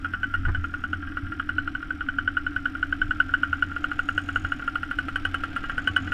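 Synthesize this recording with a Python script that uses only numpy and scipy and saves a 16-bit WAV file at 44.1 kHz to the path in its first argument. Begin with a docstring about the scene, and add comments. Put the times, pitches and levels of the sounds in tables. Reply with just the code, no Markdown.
"""A small two-stroke bike idles on snow at night while a hand-held microphone circles it.
The crank turns about 42 times a second but fires mostly every third to fifth turn; each firing
excites resonances of the exhaust gas (a ping) and the silencer shell (a knock). In between, the
engine hums, throbs, ticks and shakes loose parts. A parked van reflects the first pings.
Air rumbles over the microphone, which takes a few soft bumps."""
import sys
import numpy as np
from scipy import signal
from scipy.fft import rfft, irfft
from scipy.io import wavfile
from scipy.ndimage import uniform_filter1d

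SR = 44100
rng = np.random.default_rng(int(sys.argv[2]) if len(sys.argv) > 2 else 0)


def generate_wav(sig):
    """Save sig (samples, or channels by samples) to the path in sys.argv[1] as 16-bit PCM at SR."""
    pcm = np.round(np.clip(np.atleast_2d(sig).T, -1, 1) * 32767).astype(np.int16)
    wavfile.write(sys.argv[1], SR, pcm)


N = 270333
TIME = np.arange(N) / SR
IDLE_TURNS_PER_S, USUAL_FIRING_DB = 41.5, -15

# firings of the cylinder: t/s, strength/dB, ping f/Hz
FIRINGS = [(0.0465, -16.5, 1436), (0.1369, -18, 1448), (0.2321, -14.5, 1500), (0.3406, -13.5, 1437),
           (0.4523, -18.5, 1445), (0.5483, -17, 1505), (0.642, -18, 1390), (0.74, -18.5, 1416),
           (0.839, -16, 1416), (0.9315, -13.5, 1444), (1.0237, -29.5, 1550), (1.072, -29, 1560),
           (1.1202, -31.5, 1416), (1.1714, -16.5, 1429), (1.2676, -29, 1400), (1.3212, -23, 1387),
           (1.398, -14.5, 1442), (1.492, -13.5, 1446), (1.5832, -11, 1462), (1.6764, -16, 1418),
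           (1.751, -16, 1485), (1.827, -22, 1410), (1.9059, -16, 1488), (2.0085, -17.5, 1437),
           (2.0875, -13.5, 1484), (2.1858, -11, 1474), (2.2772, -10, 1491), (2.3698, -10.5, 1454),
           (2.4663, -13.5, 1467), (2.5635, -12.5, 1480), (2.6566, -11, 1458), (2.7519, -19.5, 1416),
           (2.8285, -11, 1470), (2.9258, -11.5, 1500), (3.017, -9.5, 1501), (3.1097, -10, 1466),
           (3.202, -6, 1466), (3.2921, -24, 1440), (3.3391, -7, 1467), (3.4331, -8, 1455),
           (3.53, -9.5, 1453), (3.6247, -8, 1452), (3.716, -24.5, 1404), (3.7642, -16, 1404),
           (3.8426, -10.5, 1430), (3.9158, -15.5, 1423), (3.9926, -10.5, 1427), (4.0891, -10.5, 1420),
           (4.179, -10.5, 1468), (4.2894, -16.5, 1426), (4.36, -9.5, 1450), (4.4483, -15.5, 1440),
           (4.5207, -12.5, 1429), (4.5968, -27.5, 1460), (4.6224, -27, 1410), (4.6781, -13.5, 1390),
           (4.7563, -12.5, 1405), (4.8323, -17.5, 1420), (4.9119, -17, 1427), (4.9875, -13, 1470),
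           (5.0854, -19, 1358), (5.1588, -13.5, 1493), (5.2517, -13.5, 1479), (5.3439, -14, 1400),
           (5.437, -16, 1380), (5.5636, -17.5, 1375), (5.6402, -25.5, 1360), (5.697, -19.5, 1380),
           (5.7801, -14.5, 1466), (5.8747, -10, 1497), (5.964, -8, 1489), (6.0756, -26, 1464),
           (6.1215, -15, 1446)]
# directivity of the tailpipe, which beams its treble to the rear: t/s, level/dB
BEAM_DB = [(0, 2.5), (1.6, 1), (2.3, -0.5), (3.6, 0), (4.2, 5), (4.7, 2), (5.2, 9), (6.13, 6.5)]


def amp(db):
    """Decibels to gain."""
    return 10 ** (np.asarray(db) / 20)


def unit_rms(x):
    """Scales to rms 1."""
    return x / np.sqrt(np.mean(x ** 2) + 1e-20)


def level(rows, column=1):
    """Gain curve from one dB column of a table."""
    rows = np.asarray(rows)
    return amp(np.interp(TIME, rows[:, 0], rows[:, column]))


def add(mix, s, sound):
    """Superposes a sound at time s."""
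    part = mix[max(round(s * SR), 0):][:len(sound)]
    part += sound[:len(part)]


def onset(t, rise_s):
    """Sine-squared rise to 1."""
    return np.sin(np.pi / 2 * np.minimum(t / rise_s, 1)) ** 2


def noise(spectrum):
    """Noise of rms 1 with the given spectral shape."""
    f, db = np.transpose(spectrum)
    hz = np.fft.rfftfreq(N, 1 / SR)
    gain = amp(np.interp(np.log(hz + 1), np.log(f), db))
    return unit_rms(irfft(rfft(rng.standard_normal(N)) * gain, N))


def drift(hz):
    """Slow random wander of rms 1."""
    f = np.fft.rfftfreq(N, 1 / SR)
    return unit_rms(irfft(rfft(rng.standard_normal(N)) * np.exp(-(f / hz) ** 2), N))


def band(x, lo_hz, hi_hz):
    """Steep band-pass."""
    return signal.sosfilt(signal.butter(4, [lo_hz, hi_hz], "band", fs=SR, output="sos"), x)


def ring(x, modes):
    """Parallel resonators: f/Hz, bandwidth/Hz, level/dB."""
    return sum(amp(db) * signal.lfilter(*signal.iirpeak(hz, hz / width, SR), x)
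               for hz, width, db in modes)


def firings():
    """Each firing's time, its dB above a usual one, and the tailpipe's beam in dB."""
    s, db, _ = np.transpose(FIRINGS)
    return s, db - USUAL_FIRING_DB, np.interp(s, *np.transpose(BEAM_DB))


def crank():
    """Crank phase in turns: a whole number at each firing, so the speed hunts."""
    s, margin_s = firings()[0], 4 / IDLE_TURNS_PER_S
    s = np.r_[s[0] - margin_s, s, s[-1] + margin_s]
    turns_between = np.maximum(np.round(np.diff(s) * IDLE_TURNS_PER_S), 1)
    return np.interp(TIME, s, np.r_[0, np.cumsum(turns_between)])


def each_turn(turns, at, fall):
    """Envelope with one pulse of random height a turn; at and fall are in turns."""
    phase = turns - at + 2
    strength = amp(1.4 * rng.standard_normal(400))[phase.astype(int)]
    age = phase % 1
    return unit_rms(strength * np.exp(-age / fall) * (1 - np.exp(-age / 0.056)))


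def hum(turns, hz=285.3, sag_db=-4, recover_s=0.024, rise_s=0.0062, hold_s=0.0237, release_s=0.0095):
    """Periodic excitation: each turn restarts the silencer's low note, which sags after a firing."""
    # course of the hum: t/s, relative level/dB
    hum_db = [(0, -46), (1, -38.5), (3.2, -38), (5.4, -39.5), (6.13, -37.5)]
    out, t = np.zeros(N), np.arange(round(.05 * SR)) / SR
    swell = onset(t, rise_s) * onset(np.maximum(hold_s + release_s - t, 0), release_s)
    starts = TIME[np.diff(np.floor(turns), prepend=-1) > 0]
    fired = np.r_[-1, firings()[0]]
    for s, (waver, detune) in zip(starts, rng.standard_normal((len(starts), 2))):
        since_firing = s - fired[np.searchsorted(fired, s + 1 / SR) - 1]
        db = 4 + sag_db * np.exp(-since_firing / recover_s) + 1.37 * waver
        add(out, s - .001, amp(db) * swell * np.sin(2 * np.pi * hz * (1 + 0.034 * detune) * t))
    return level(hum_db) * out


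def throb(turns, flywheel_s=0.12, beam_share=0.27):
    """The crank's second harmonic swells with speed, which the flywheel's inertia smooths."""
    speed = uniform_filter1d(np.gradient(turns) * SR, round(flywheel_s * SR))
    db = np.minimum(-41.5 + 2 * (speed - IDLE_TURNS_PER_S), -37.5)
    return amp(db + 2.8 * drift(27)) * level(BEAM_DB) ** beam_share * np.sin(4 * np.pi * turns)


def airbox(turns):
    """Forced vibration: one impulse a turn pumps the air box and frame."""
    # their modes: f/Hz, bandwidth/Hz, relative level/dB
    modes = [(84.5, 6.8, -5.5), (152, 210, -9.5), (225.4, 30.5, -0.5), (275.4, 15.7, 9), (345, 5.6, -13)]
    # their loudness: t/s, level/dB
    airbox_db = [(0, -41.5), (0.9, -42), (1.8, -43.5), (3.6, -44.5), (5.2, -45.5), (6.1, -39.5)]
    strokes = np.diff(np.floor(turns), prepend=np.floor(turns[0])) * amp(1.6 * drift(45))
    return level(airbox_db) * unit_rms(band(ring(strokes, modes), 83.2, 324))


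def mechanics(turns):
    """Amplitude-modulated noise: piston and bearings rustle with the crank and tick once a turn."""
    # spectra of the moving parts: f/Hz, relative level/dB
    rustle_spectrum = [(150, 12.5), (340, -18.5), (420, -3.5), (620, -5), (740, 3), (930, -11), (1150, -8),
                       (1400, 9), (1750, -3.5), (2300, -4.5), (3100, -4.5), (3700, -13.5), (5300, -24),
                       (6300, -59)]
    fizz_spectrum = [(3000, -21.5), (5200, 9), (5900, 5.5), (6400, -16), (7000, -7), (7700, -3),
                     (8300, 1.5), (9200, -9.5), (10000, -4), (11800, -8), (13500, -8.5), (15000, -16.5)]
    tick_spectrum = [(2500, -11), (4200, 0), (5200, 2.5), (6200, 10), (6850, 16.5), (7100, 13.5),
                     (7300, 14), (7700, -0.5), (8250, 0.5), (9000, -26.5), (9900, -35.5), (11500, -41.5),
                     (15000, -32.5)]
    # course of the rustle: t/s, relative fizz level/dB, relative rustle level/dB
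    rustle_db = [(0.0, -65, -54.5), (2.13, -67.5, -53), (2.59, -65, -51), (4.37, -64, -47.5),
                 (4.81, -63, -48.5), (5.79, -64, -45), (6.13, -64, -46.5)]
    # course of the tick: t/s, relative level/dB
    tick_db = [(0, -76), (1.5, -81.5), (4.1, -69), (4.85, -75.5), (6.13, -65)]
    stroke = unit_rms(1 + each_turn(turns, at=.6, fall=0.45))
    rustle = amp(4) * level(rustle_db, column=2) * band(noise(rustle_spectrum), 130, 7500)
    fizz = amp(-3) * level(rustle_db) * noise(fizz_spectrum)
    tick = amp(-1) * level(tick_db) * each_turn(turns, at=0.54, fall=0.44) * noise(tick_spectrum)
    return stroke * (rustle + fizz) + tick


def wind(steady_db=-40, puff_s=0.085):
    """Flow noise: air rumbles over the microphone and puffs as it swings."""
    # spectrum of the rumble: f/Hz, relative level/dB
    spectrum = [(3, -11), (8, 3.5), (18, 0), (35, -3.5), (60, -9), (110, -11), (200, -42), (500, -90)]
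    # puffs of air: t/s, level/dB
    puffs = [(0.48, -25.5), (1.65, -43), (3.051, -32.5), (5.65, -43.5)]
    swells = sum(amp(db) * np.exp(-((TIME - s) / puff_s) ** 2) for s, db in puffs)
    return (amp(steady_db) + swells) * noise(spectrum)


def blasts(sizes_db, lead_s, fall_s, tail_db, tail_s=0.01, port_opens_s=0.001):
    """Envelope of the gas bursts: at each firing the port opens and the flow decays exponentially."""
    out, t = np.zeros(N), np.arange(round(.1 * SR)) / SR
    opening = 1 - np.exp(-t / port_opens_s)
    burst = opening * (np.exp(-t / fall_s) + amp(tail_db) * np.exp(-t / tail_s))
    for s, db in zip(firings()[0], sizes_db):
        add(out, s - lead_s, amp(db) * burst)
    return out


def pipe_rush(turns):
    """Pipe resonance colours the noise of a blast at each firing and a puff at every turn."""
    # modes of the tailpipe's gas column: f/Hz, bandwidth/Hz, level/dB
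    modes = [(1391.4, 55, 3.5), (1552, 20.3, 1), (1877, 33.5, -23), (2990, 93, -23)]
    flow = amp(-20) * blasts(firings()[1], lead_s=0.00053, fall_s=0.012, tail_db=-10)
    flow += amp(-26) * each_turn(turns, at=0.018, fall=0.32)
    return band(ring(flow * rng.standard_normal(N), modes), 1120, 3330)


def pings(rise_s=0.0046, glide_s=0.0097, front_rise_s=0.0021, front_fall_s=0.0043):
    """Damped oscillation of the exhaust gas: heat raises the pitch, the steep front adds an octave."""
    out, t = np.zeros(N), np.arange(round(.04 * SR)) / SR
    for (_, _, hz), s, force_db, beam_db in zip(FIRINGS, *firings()):
        depth, wobble_phase, octave_phase, bite, linger = rng.standard_normal(5)
        ring_s = 0.0056 * 2 ** (0.23 * linger - force_db / 27.5)  # weak, late burns ring longer
        glide = 0.062 * (np.minimum(t / glide_s, 1.3) - .6)
        wobble = .028 * depth * np.sin(2 * np.pi * 170 * t + wobble_phase)
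        phase = 2 * np.pi * np.cumsum(hz * (1 + glide + wobble)) / SR
        body = onset(t, rise_s) * np.exp(-(np.maximum(t - rise_s, 0) / ring_s) ** 1.63)
        fundamental = amp(USUAL_FIRING_DB - 2 + force_db) * body * np.sin(phase)
        front = onset(t, front_rise_s) * np.exp(-np.maximum(t - front_rise_s, 0) / front_fall_s)
        octave = ring(front * np.sin(2 * phase + octave_phase), [(3164, 440, 4)])
        octave_db = -36 + 1.36 * force_db + beam_db - 0.5 * bite
        add(out, s - 0.002179, fundamental + amp(octave_db) * octave)
    return out


def knocks():
    """Impulse response: each pressure front strikes the silencer shell, whose modes ring down."""
    # modes of the shell: f/Hz, bandwidth/Hz, relative level/dB
    modes = [(490, 115, 0), (723, 72, -6), (785, 24, -13.5), (1040, 60, -15.5), (1152.6, 17, -5.5),
             (1340, 130, -11), (1352, 6.9, -10), (1587, 36, 8), (1725, 43, 1.5), (1931, 24.7, -3.5),
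             (2263, 33, -15.5), (2520, 49, -6.5), (2940, 29, -4), (3257, 47, -9.5), (4190, 42, -22.5)]
    hz, width, db = np.transpose(modes)[:, :, None]
    out, t = np.zeros(N), np.arange(round(.05 * SR)) / SR
    for s, force_db, beam_db in zip(*firings()):
        waver_db, detune, phase = rng.standard_normal((3, len(modes), 1))
        decays = amp(db + waver_db) * np.exp(-np.pi * width * t)
        partials = decays * np.sin(2 * np.pi * hz * (1 + .01 * detune) * t + phase)
        knock_db = -40 + 0.45 * force_db + 1.075 * beam_db
        add(out, s - 0.001806, amp(knock_db) * partials.sum(0) * onset(t, rise_s=0.001))
    return out


def cracks():
    """Directional radiation: a firing's sharp edge is a broadband burst, loudest behind the pipe."""
    # spectrum of the burst: f/Hz, relative level/dB
    spectrum = [(1500, -26), (3000, -3), (4200, 4), (5600, 0.5), (6500, -2.5), (7900, -7), (8600, 6.5),
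                (9100, -2), (9700, 1), (11000, -9.5), (12500, -11.5), (15000, -18.5)]
    _, force_db, beam_db = firings()
    sizes_db = -58.5 + force_db + 1.55 * beam_db
    return blasts(sizes_db, lead_s=0.00061, fall_s=0.0048, tail_db=-14.5) * noise(spectrum)


def scatter(x, fall_s=0.0097, gap_s=0.0019):
    """Diffuse reflection: three echo patterns cross-fade as the microphone moves."""
    # scatter from the van, frame and snow banks: t/s, level/dB
    scatter_db = [(0, -12.5), (1.8, -14.5), (2.5, -18.5), (4.5, -17.5), (6.1, -10.5)]
    out, t = np.zeros(N), np.arange(round(.07 * SR)) / SR
    for k in range(3):
        taps = rng.standard_normal(len(t)) * np.clip(t / gap_s - 1, 0, 1) * np.exp(-t / fall_s)
        weight = np.sqrt(2 / 3) * np.sin(2 * np.pi * .9 * TIME + np.pi * k / 3)
        out += weight * signal.oaconvolve(x, taps / np.linalg.norm(taps))[:N]
    return level(scatter_db) * band(out, 760, 3600)


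def delayed(x, s):
    """The sound s seconds later."""
    return np.interp(TIME - s, TIME, x, left=0)


def echoes(x):
    """Specular reflection from the van fades as the microphone moves off; two faint echoes stay."""
    # echo from the van's flat side: t/s, level/dB
    van_db = [(0, -1.5), (0.4, -2.5), (0.8, -10.5), (1.5, -31)]
    van_delay_s = .0092 - 0.00203 * np.minimum(TIME, 1)
    van = level(van_db) * delayed(band(x, 600, 3400), van_delay_s)
    return van + amp(-18) * delayed(x, 0.01) + amp(-24) * delayed(x, 0.024)


def rattles(turns, fade_s=0.25):
    """Sympathetic vibration: each turn's tick shakes loose metal parts, which ring thinly."""
    # loose parts: start t/s, end t/s, f/Hz, bandwidth/Hz, level/dB
    parts = [(0.36, 1.1, 6670, 151, -77.5), (1.39, 1.88, 4070, 113, -66), (3.9, 4.72, 6800, 202, -64.5),
             (3.97, 4.6, 8150, 150, -73)]
    shake = each_turn(turns, at=0.52, fall=0.32) * rng.standard_normal(N)
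    out = np.zeros(N)
    for start, end, hz, width, db in parts:
        fade = np.clip(np.minimum(TIME - start, end - TIME) / fade_s, 0, 1)
        out += amp(db) * fade * unit_rms(ring(shake, [(hz, width, 0)]))
    return out


def bumps(rise_s=0.0123, scuff_at_s=0.018, scuff_s=0.0094):
    """Structure-borne sound: bumps thud through the microphone's housing with a short scuff."""
    # soft impacts: t/s, level/dB, f/Hz, decay time/s, scuff level/dB
    impacts = [(0.474, -15.5, 88.8, 0.025, -26.5), (0.572, -23, 83, 0.036, -56),
               (1.221, -25.5, 89.4, 0.053, -72), (4.431, -27, 87, 0.026, -71)]
    # spectrum of a scuff: f/Hz, relative level/dB
    spectrum = [(60, 3), (170, -8), (350, 9), (550, -12.5), (860, -6), (1500, 3.5), (2800, -27.5),
                (4500, -34), (12000, -77)]
    thuds, scuffs, t = np.zeros(N), np.zeros(N), np.arange(SR // 3) / SR
    for s, db, hz, ring_s, scuff_db in impacts:
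        envelope = np.minimum(t / rise_s, 1) ** 2 * np.exp(-np.maximum(t - rise_s, 0) / ring_s)
        add(thuds, s, amp(db) * envelope * np.cos(2 * np.pi * hz * t))
        add(scuffs, s, amp(scuff_db) * np.exp(-abs(t - scuff_at_s) / scuff_s))
    return thuds + scuffs * noise(spectrum)


def scene(shell_scatter_db=7):
    """Superposition of all sources; the shell's knocks get a stronger diffuse echo than the pings."""
    turns, shell = crank(), knocks()
    pipe = pipe_rush(turns) + cracks() + pings()
    reflections = echoes(pipe + shell) + scatter(pipe + amp(shell_scatter_db) * shell)
    engine = throb(turns) + airbox(turns) + hum(turns) + mechanics(turns) + rattles(turns)
    return (pipe + shell + reflections + engine + wind() + bumps())[None]


def record(dry, cutoff_hz=15300):
    """Band limiting: a steep low-pass removes the highest treble."""
    low_pass = signal.firwin(511, cutoff_hz, window=("kaiser", 9), fs=SR)
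    return signal.oaconvolve(dry, low_pass[None], "same")


dry = scene()
out = record(dry)
generate_wav(out)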